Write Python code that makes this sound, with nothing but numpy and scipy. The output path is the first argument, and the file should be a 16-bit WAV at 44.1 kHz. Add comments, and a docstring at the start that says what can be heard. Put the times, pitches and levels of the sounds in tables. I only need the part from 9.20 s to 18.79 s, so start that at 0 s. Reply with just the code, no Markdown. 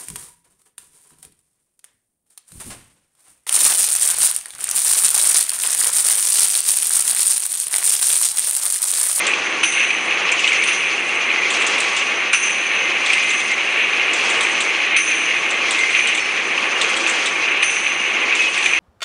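"""You hear a motor drone, jostling glass and leaking air throughout, with clicks, knocks and air exhausts among them.
A filling and capping machine steps about every 2.7 s in a hard factory hall, heard by a small microphone.
Filtered noise makes motors, gears, the sliding belt and leaking air; glass contacts and knocks add short sine rings.
Noise bursts make air vents and metal ticks; decaying sines ring the steel frame and one free bottle."""
import sys
import numpy as np
from scipy import signal
from scipy.fft import rfft, irfft, next_fast_len
from scipy.io import wavfile
from scipy.ndimage import map_coordinates

SR = 44100
rng = np.random.default_rng(int(sys.argv[2]) if len(sys.argv) > 2 else 0)


def put_to_file(sound):
    """Save the sound as 16-bit audio at rate SR, in the file named by the first command-line argument."""
    columns = np.atleast_2d(sound).T  # one column per channel
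    safe = np.clip(columns, -1, 1)
    whole_steps = np.round(safe * 32767)
    wavfile.write(sys.argv[1], SR, whole_steps.astype(np.int16))


N = 422919  # length in samples

# Spectrum of the steady far plant: pitch_hz, relative_level_db
HALL_SPECTRUM = [(24, -63.5), (40, -27.5), (59, -25), (97, -17.5), (300, -4.5), (390, -27.5), (660, -120)]
# Spectrum of the machine's motors: pitch_hz, relative_level_db
MOTOR_SPECTRUM = [(130, -34), (220, -16), (296, -16.5), (333, -7), (544, -7), (619, -10), (809, -7.5),
                  (973, -9.5), (1130, -6), (1520, -8), (2000, -5), (2600, -12.5), (4400, -120)]
# Unsteady gear tones: pitch_hz, width_hz, level_db
GEAR_TONES = [(328, 18, -46), (802, 57, -48.5)]
# Spectrum of the belt sliding on its rails: pitch_hz, relative_level_db
SLIDE_SPECTRUM = [(1940, -31), (3300, 7.5), (3600, -3), (4090, -0.5), (5430, -3.5), (6170, -1.5),
                  (6920, -5), (8650, -41), (9390, -14), (9830, -21), (12800, -49.5), (21600, -120)]
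# Levels through each machine cycle: time_after_main_exhaust_s, drone_db, slide_db, leak_db, treble_hiss_db
CYCLE_LEVELS = [(0, -33.5, -40, -32, -47.5), (.1, -29.5, -37, -28, -39), (.35, -29, -37, -36, -47),
                (.65, -26.5, -35.5, -40.5, -47.5), (.8, -27.5, -28, -37, -41), (1.05, -28.5, -33, -32, -41),
                (1.25, -28.5, -35, -38, -45.5), (1.5, -28, -37, -41, -46), (1.8, -25.5, -33, -39.5, -47),
                (1.9, -24.5, -29.5, -38.5, -38.5), (2.1, -24, -31, -37.5, -40),
                (2.35, -26.5, -30.5, -36.5, -44.5), (2.665, -28, -39.5, -42.5, -51.5)]
# Spectrum of the bottles jostling on the belt: pitch_hz, relative_level_db
JOSTLE_SPECTRUM = [(880, -42), (1500, -12), (2530, 2), (3540, -15), (4200, -19), (5460, -63.5),
                   (9240, -120)]
# Jostling bottles over time: time_s, level_db, glass_pitch_hz
JOSTLE_CURVE = [(0.0, -21.5, 2410), (0.16, -22, 2520), (0.21, -22.5, 2370), (0.45, -24, 2534),
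                (0.61, -16, 2500), (0.72, -21.5, 2640), (0.85, -21.5, 2463), (1.2, -19, 2550),
                (1.31, -17, 2420), (1.79, -20, 2484), (1.84, -23, 2387), (2.03, -20.5, 2530),
                (2.08, -19.5, 2344), (2.29, -18.5, 2514), (2.51, -18.5, 2412), (3.07, -21, 2450),
                (3.79, -19.5, 2463), (3.9, -18, 2300), (4.11, -18, 2490), (4.25, -22, 2400),
                (4.46, -20, 2450), (4.59, -18.5, 2440), (5.45, -19.5, 2430), (5.69, -20, 2364),
                (5.8, -17.5, 2506), (6.38, -20.5, 2410), (6.78, -18.5, 2473), (6.89, -17, 2540),
                (7.02, -19.5, 2355), (7.16, -21, 2462), (9.48, -19.5, 2486), (9.59, -16, 2400)]
# Jolts of the frame: start_s, level_db, tilt_to_upper_modes_db, ring_length_s
FRAME_JOLTS = [(1.243, -24, 0.5, .3), (3.6, -23.5, -2, .3), (3.931, -25, -6.5, 0.36),
               (4.104, -31, -9.5, .3), (5.46, -35.5, -11, 0.24), (6.583, -25, -9.5, 0.34),
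               (6.749, -32, -2, 0.23), (9.193, -18.5, 7.5, 0.13), (9.53, -32, -9.5, .2)]
# Ringing modes of the steel frame: pitch_hz, level_db, time_to_fall_60_db_s
FRAME_MODES = [(2088, 0, 1.1), (2300, -6, .4), (2557, 0, .8)]
# Touches of a free bottle: start_s, level_db, tilt_to_upper_modes_db, ring_length_s
BOTTLE_TOUCHES = [(6.995, -34, 0, .12)]
# Ringing modes of the free bottle: pitch_hz, level_db, time_to_fall_60_db_s
BOTTLE_MODES = [(4370, -1, .6), (5395, 0, 1.2)]
# Bottle against bottle: start_s, ring_level_db, pitch_hz
BOTTLE_KNOCKS = [(0.1353, -6, 2500), (0.4409, -6.5, 2794), (0.705, -5, 2530), (0.9103, -10.5, 2560),
                 (1.091, -6, 2690), (1.119, -6.5, 2490), (1.1925, -8, 2820), (1.2434, -3.5, 2590),
                 (1.276, -3, 2880), (1.3194, -5, 2300), (1.485, -6, 2700), (1.6059, -10, 2650),
                 (3.1348, -12.5, 3030), (3.9017, -5, 2270), (3.9342, -5.5, 2610), (3.9814, -4.5, 2310),
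                 (4.7328, -6, 2410), (5.2066, -13, 2240), (5.463, -14.5, 2200), (5.7636, -4, 2560),
                 (6.1654, -8.5, 2500), (6.548, -8, 2580), (6.6361, -4, 2105), (6.749, -2, 2490),
                 (6.7915, -2, 2450), (7.253, -13, 2360), (7.3776, -9, 2570), (7.6414, -9, 2530),
                 (7.7412, -7, 2590), (7.8642, -7, 2560), (8.2836, -8.5, 2490), (8.3157, -10.5, 2510),
                 (8.3726, -7.5, 2410), (8.4033, -13.5, 2500), (8.428, -4, 2440), (8.4951, -10.5, 2820),
                 (8.567, -8, 2340), (8.6639, -7.5, 2550), (9.0264, -10, 2470), (9.1247, -8, 2510),
                 (9.193, -12.5, 2580), (9.3763, -9, 2470), (9.4599, -2.5, 2430), (9.5342, -4.5, 2400)]
# Metal contacts: start_s, crack_level_db, crack_centre_hz, clack_level_db
METAL_TICKS = [(0.0662, -10.5, 7450, -7), (0.4311, -15, 9100, -16), (0.5222, -18, 9000, -11),
               (1.1153, -12.5, 6900, -15), (1.1936, -17, 7070, -17), (1.235, -24.5, 7100, -10.5),
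               (1.274, -15, 7450, -13.5), (1.328, -18, 7020, -12.5), (1.4356, -16, 8800, -11),
               (2.3026, -11.5, 7330, -2.5), (2.4203, -20, 6900, -5.5), (2.465, -9, 7000, -6),
               (2.581, -20.5, 8300, -10.5), (2.6016, -12, 7960, -10.5), (2.6364, -26.5, 6600, -8),
               (2.7645, -10.5, 6900, -5.5), (3.1297, -12.5, 7900, -9.5), (3.8604, -14.5, 7360, -5),
               (3.931, -15, 8420, -9.5), (4.0303, -22.5, 6800, -15), (4.103, -14.5, 6760, -8.5),
               (4.2008, -19.5, 7060, -11.5), (4.312, -21.5, 6880, -14), (4.9327, -11, 6900, -8.5),
               (5.0983, -13, 7470, -5), (5.2073, -14, 8200, -5), (5.231, -14, 7850, -10.5),
               (5.4038, -12.5, 7640, -5), (5.7643, -14.5, 8940, -3.5), (6.3048, -18.5, 7370, -11),
               (6.5078, -13.5, 7880, -9.5), (6.5864, -18.5, 7400, -6.5), (6.7014, -21, 8000, -11),
               (6.8712, -16, 8000, -5), (6.9468, -17, 7760, -8.5), (6.9735, -20, 6930, -10),
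               (7.6128, -12, 7400, -1), (7.764, -14.5, 7770, -3.5), (7.871, -14.5, 6840, -10.5),
               (7.895, -11, 7420, -6), (8.0576, -13, 7870, -0.5), (8.4237, -18, 8960, -6.5),
               (9.1502, -13, 6760, -10), (9.2196, -20, 8270, -6), (9.3418, -21.5, 6530, -10),
               (9.3773, -18, 7860, -10), (9.4262, -25.5, 6580, -9), (9.4584, -15, 6820, -10)]
# Valve exhausts, main and return in turn: start_s, hiss_level_db, thump_level_db
VALVE_VENTS = [(0.4313, -6.5, -0.5), (1.4705, -11, -15.5), (3.1302, -7.5, 1), (4.1338, -21, -6.5),
               (5.7627, -8, -2.5), (6.766, -20, -15.5), (8.4275, -9.5, -3.5), (9.426, -19, -18)]
# Resonances of the silencer pipe: pitch_hz, width_hz, level_db
SILENCER_PIPES = [(6120, 520, 0), (9250, 900, -5), (7000, 7000, -17)]

CYCLE_S = 2.665  # nominal time from one main exhaust to the next
WHINE_DB, OVERTONE_DB = -10, -11  # relative to the drone, and to the leak's lower tone
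VENT_T60_S, KNOCK_T60_S, TICK_T60_S = 0.42, 0.027, 0.079  # time to fall 60 dB
TOP_HZ = 10050  # upper band limit


def amp(db):
    """Turn decibels into an amplitude factor."""
    return 10 ** (np.asarray(db) / 20)


def unit(x):
    """Scale a sound to an rms level of 1."""
    return x / np.sqrt(np.mean(x ** 2) + 1e-20)


def noise():
    """White noise for the whole scene."""
    return rng.standard_normal(N)


def curves(rows):
    """One value per sample for each column after the time."""
    time_s, *columns = np.transpose(rows)
    return [np.interp(np.arange(N) / SR, time_s, column) for column in columns]


def each_cycle(rows):
    """Repeat each column, stretched to fit from one main exhaust to the next."""
    starts = [row[0] for row in VALVE_VENTS[::2]]
    marks = [starts[0] - CYCLE_S, *starts, starts[-1] + CYCLE_S]
    cycles_done = np.interp(np.arange(N) / SR, marks, np.arange(len(marks)))
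    place_s = cycles_done % 1 * CYCLE_S
    time_s, *columns = np.transpose(rows)
    return [np.interp(place_s, time_s, column) for column in columns]


def wobble(rate):
    """A smooth random curve with rate knots a second."""
    knots = rng.standard_normal(int(N * rate / SR) + 4)
    return map_coordinates(knots, [np.arange(N) * rate / SR])


def filtered(x, response):
    """Multiply the sound's spectrum by a response of frequency."""
    m = next_fast_len(len(x) + SR // 4)  # room for the ringing to die away
    return irfft(rfft(x, m) * response(np.fft.rfftfreq(m, 1 / SR)), m)[:len(x)]


def coloured(x, points):
    """Shape a sound with a table of spectrum points, then scale it to rms 1."""
    f, db = np.transpose(points)
    return unit(filtered(x, lambda hz: amp(np.interp(np.log(hz + 1), np.log(f + 1), db))))


def resonance(f, hz, width_hz):
    """Response of one resonance: strongest at hz, weaker to both sides."""
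    return 1j * f * width_hz / (hz * hz - f * f + 1j * f * width_hz)


def resonant(x, modes):
    """Pass a sound through side-by-side resonances of alternating sign."""
    def response(f):
        return sum((-1) ** k * amp(db) * resonance(f, hz, width_hz)
                   for k, (hz, width_hz, db) in enumerate(modes))
    return filtered(x, response)


def steep(x, hz, width_hz):
    """Pass a sound through the same resonance twice, for steep sides."""
    return filtered(x, lambda f: resonance(f, hz, width_hz) ** 2)


def impacts(rate, spread_db, share):
    """Noise mixed with a share of scattered sharp impacts of uneven size."""
    happens = rng.random(N) < rate / SR
    hits = happens * noise() * amp(spread_db * rng.exponential(size=N))
    share = np.clip(share, 0, 1)
    return np.sqrt(share) * unit(hits) + np.sqrt(1 - share) * noise()


def add(track, start_s, sound):
    """Mix a sound into the track at its start time."""
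    part = track[round(start_s * SR):][:len(sound)]
    part += sound[:len(part)]


def burst(t60, rise, hall_db, hall_t60):
    """Noise that starts fast, dies, and lingers in the hall; times in seconds."""
    t = np.arange(SR * 3 // 4) / SR
    shape = amp(-60 * t / max(t60, .005)) + amp(hall_db - 60 * t / hall_t60)
    fade = 1 - t / t[-1]
    return shape * (1 - np.exp(-t / rise)) * fade * rng.standard_normal(len(t))


def hall():
    """The far plant is steady low noise."""
    return amp(-48) * coloured(noise(), HALL_SPECTRUM)


def motors(drone_db, shake):
    """Shaped noise makes the drone, which shakes with the frame; a narrow band adds the drive whine."""
    drone = amp(drone_db + 0.45 * shake) * coloured(noise(), MOTOR_SPECTRUM)
    whine_tone = unit(resonant(noise(), [(1130, 60, 0)]))
    return drone + amp(drone_db + WHINE_DB + 1.5 * wobble(5)) * whine_tone


def gears():
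    """Narrow bands of noise make gear tones whose levels waver."""
    out = np.zeros(N)
    for hz, width_hz, db in GEAR_TONES:
        tone = unit(resonant(noise(), [(hz, width_hz, 0)]))
        out += amp(db + 2.5 * wobble(2.42)) * tone
    return out


def sliding_belt(slide_db, shake):
    """Rubbing on the rails makes noise, stirred by the frame and by a faster flutter."""
    return amp(slide_db + 0.79 * shake + 2.4 * wobble(35)) * coloured(noise(), SLIDE_SPECTRUM)


def treble_hiss(treble_hiss_db):
    """A broad treble hiss of filtered noise, with a varying level."""
    return amp(treble_hiss_db + 2.5 * wobble(70)) * unit(steep(noise(), 7800, 4500))


def pipe_tone(hz, width_hz):
    """Noise through a pipe resonance, with a wavering level."""
    return amp(2.5 * wobble(50)) * unit(steep(noise(), hz, width_hz))


def leaking_air(leak_db):
    """Leaking air makes a noisy pipe tone with an overtone."""
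    return amp(leak_db) * (pipe_tone(6160, 400) + amp(OVERTONE_DB) * pipe_tone(9150, 700))


def clatter(pitch_hz, rate, spread, cycles, size_db):
    """Many small glass contacts, each a short damped ring near the pitch of the moment."""
    draw = rng.random((1500, 4))  # for each contact: gap, pitch, life, size
    start = (np.cumsum(-np.log(draw[:, 0])) / rate * SR).astype(int)
    start, draw = start[start < N], draw[start < N]
    hz = pitch_hz[start] * np.exp(spread * (2 * draw[:, 1] - 1))
    samples = np.arange(2600)
    turns = hz[:, None] * samples / SR  # vibrations since the contact
    life = cycles * (0.51 + draw[:, 2:3])
    shape = np.exp(-turns / life) * (1 - np.exp(-turns))
    rings = amp(size_db * draw[:, 3:]) * np.sin(2 * np.pi * turns) * shape
    places = start[:, None] + samples
    return unit(np.bincount(places.ravel(), rings.ravel())[:N])


def jostling_bottles(shake):
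    """Bottles on the belt mix a bumpy roar with many small glass rings."""
    jostle_db, glass_hz = curves(JOSTLE_CURVE)
    bumps = impacts(900, 2.0, share=0.3)
    roar = amp(-1.5 + 0.68 * shake + 1.57 * wobble(30)) * coloured(bumps, JOSTLE_SPECTRUM)
    glass = amp(-5.5) * clatter(glass_hz, rate=130, spread=0.1784, cycles=42, size_db=6.5)
    return amp(jostle_db) * (roar + glass)


def running():
    """The running machine: the frame's vibration stirs motors, belt and bottles together."""
    drone_db, slide_db, leak_db, treble_hiss_db = each_cycle(CYCLE_LEVELS)
    shake = wobble(10)
    machine = motors(drone_db, shake) + gears() + sliding_belt(slide_db, shake)
    air = treble_hiss(treble_hiss_db) + leaking_air(leak_db)
    return machine + air + jostling_bottles(shake)


def struck(blows, modes):
    """Each blow rings the modes, weighted by its tilt, until the ring is cut short."""
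    out, t = np.zeros(N), np.arange(SR) / SR
    weights = np.linspace(-1, 1, len(modes))  # lowest to highest mode
    for start_s, db, tilt_db, held_s in blows:
        ring = np.zeros(len(t))
        for weight, (hz, level_db, t60) in zip(weights, modes):
            ring += amp(level_db + weight * tilt_db - 60 * t / t60) * np.sin(2 * np.pi * hz * t)
        stilled = 1 / (1 + (t / held_s) ** 12)
        add(out, start_s, amp(db) * ring * (1 - np.exp(-t / 0.0027)) * stilled)
    return out


def wheel_stops():
    """The star wheel stops and jolts the steel frame, which rings."""
    return struck(FRAME_JOLTS, FRAME_MODES)


def bottle_clinks():
    """A free bottle is touched and rings briefly."""
    return struck(BOTTLE_TOUCHES, BOTTLE_MODES)


def knocks():
    """Filled bottles are damped: each knock is a short ring and a little noisy rattle."""
    out, t = np.zeros(N), np.arange(SR * 3 // 4) / SR
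    for start_s, db, hz in BOTTLE_KNOCKS:
        decay = amp(-60 * t / max(KNOCK_T60_S, .005))
        ring = decay * np.sin(2 * np.pi * hz * t) * (1 - np.exp(-t / 0.00031))
        rattle = steep(burst(2 * KNOCK_T60_S, 0.00029, -23.5, 0.4), hz, 1200)
        add(out, start_s, amp(db) * (ring + 1.3 * rattle))
    return out


def ticks():
    """Cams and capping heads rattle as metal meets: a bright crack over a shorter, duller clack."""
    bright, dull = np.zeros(N), np.zeros(N)
    for start_s, db, hz, clack_db in METAL_TICKS:
        crack = steep(burst(TICK_T60_S, 0.0005, -16, .6), hz, 2400)
        add(bright, start_s, amp(db) * crack)
        add(dull, start_s, amp(clack_db) * burst(0.049, .001, -17.5, 0.36))
    rattle = amp(2.2 * wobble(150))
    return rattle * bright + steep(rattle * dull, 3470, 1100)


def vents():
    """Each exhaust hisses through the silencer pipe while the cylinder slams to its stop."""
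    air, slam = np.zeros(N), np.zeros(N)
    for start_s, hiss_db, thump_db in VALVE_VENTS:
        add(air, start_s, amp(hiss_db) * burst(VENT_T60_S, 0.0022, -16, 5.0))
        add(slam, start_s, amp(thump_db) * burst(0.16, 0.001, -19, .8))
    hiss = sum(amp(db) * steep(air, hz, width_hz) for hz, width_hz, db in SILENCER_PIPES)
    thump = resonant(slam, [(1390, 740, -5.0), (2640, 410, 4.5)])
    return hiss + thump


def scene():
    """Mix all the layers into one channel."""
    background = hall() + running()
    return (background + wheel_stops() + bottle_clinks() + knocks() + ticks() + vents())[None]


def record(dry):
    """The small microphone drops bass, gain control ducks loud moments, peaks round off, top is cut."""
    x = signal.lfilter(*signal.butter(2, 55, "high", fs=SR), dry[0])
    keep = np.exp(-1 / (.06 * SR))  # power is averaged over about 0.06 s
    power = signal.lfilter([1 - keep], [1, -keep], x ** 2, zi=[np.mean(x ** 2)])[0]
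    x = x * (power / np.mean(power)) ** -.15
    x = x / (1 + np.abs(x / .78) ** 6) ** (1 / 6)
    return filtered(x, lambda hz: 1 / (1 + (hz / TOP_HZ) ** 300))[None]


dry = scene()
out = record(dry)
put_to_file(out)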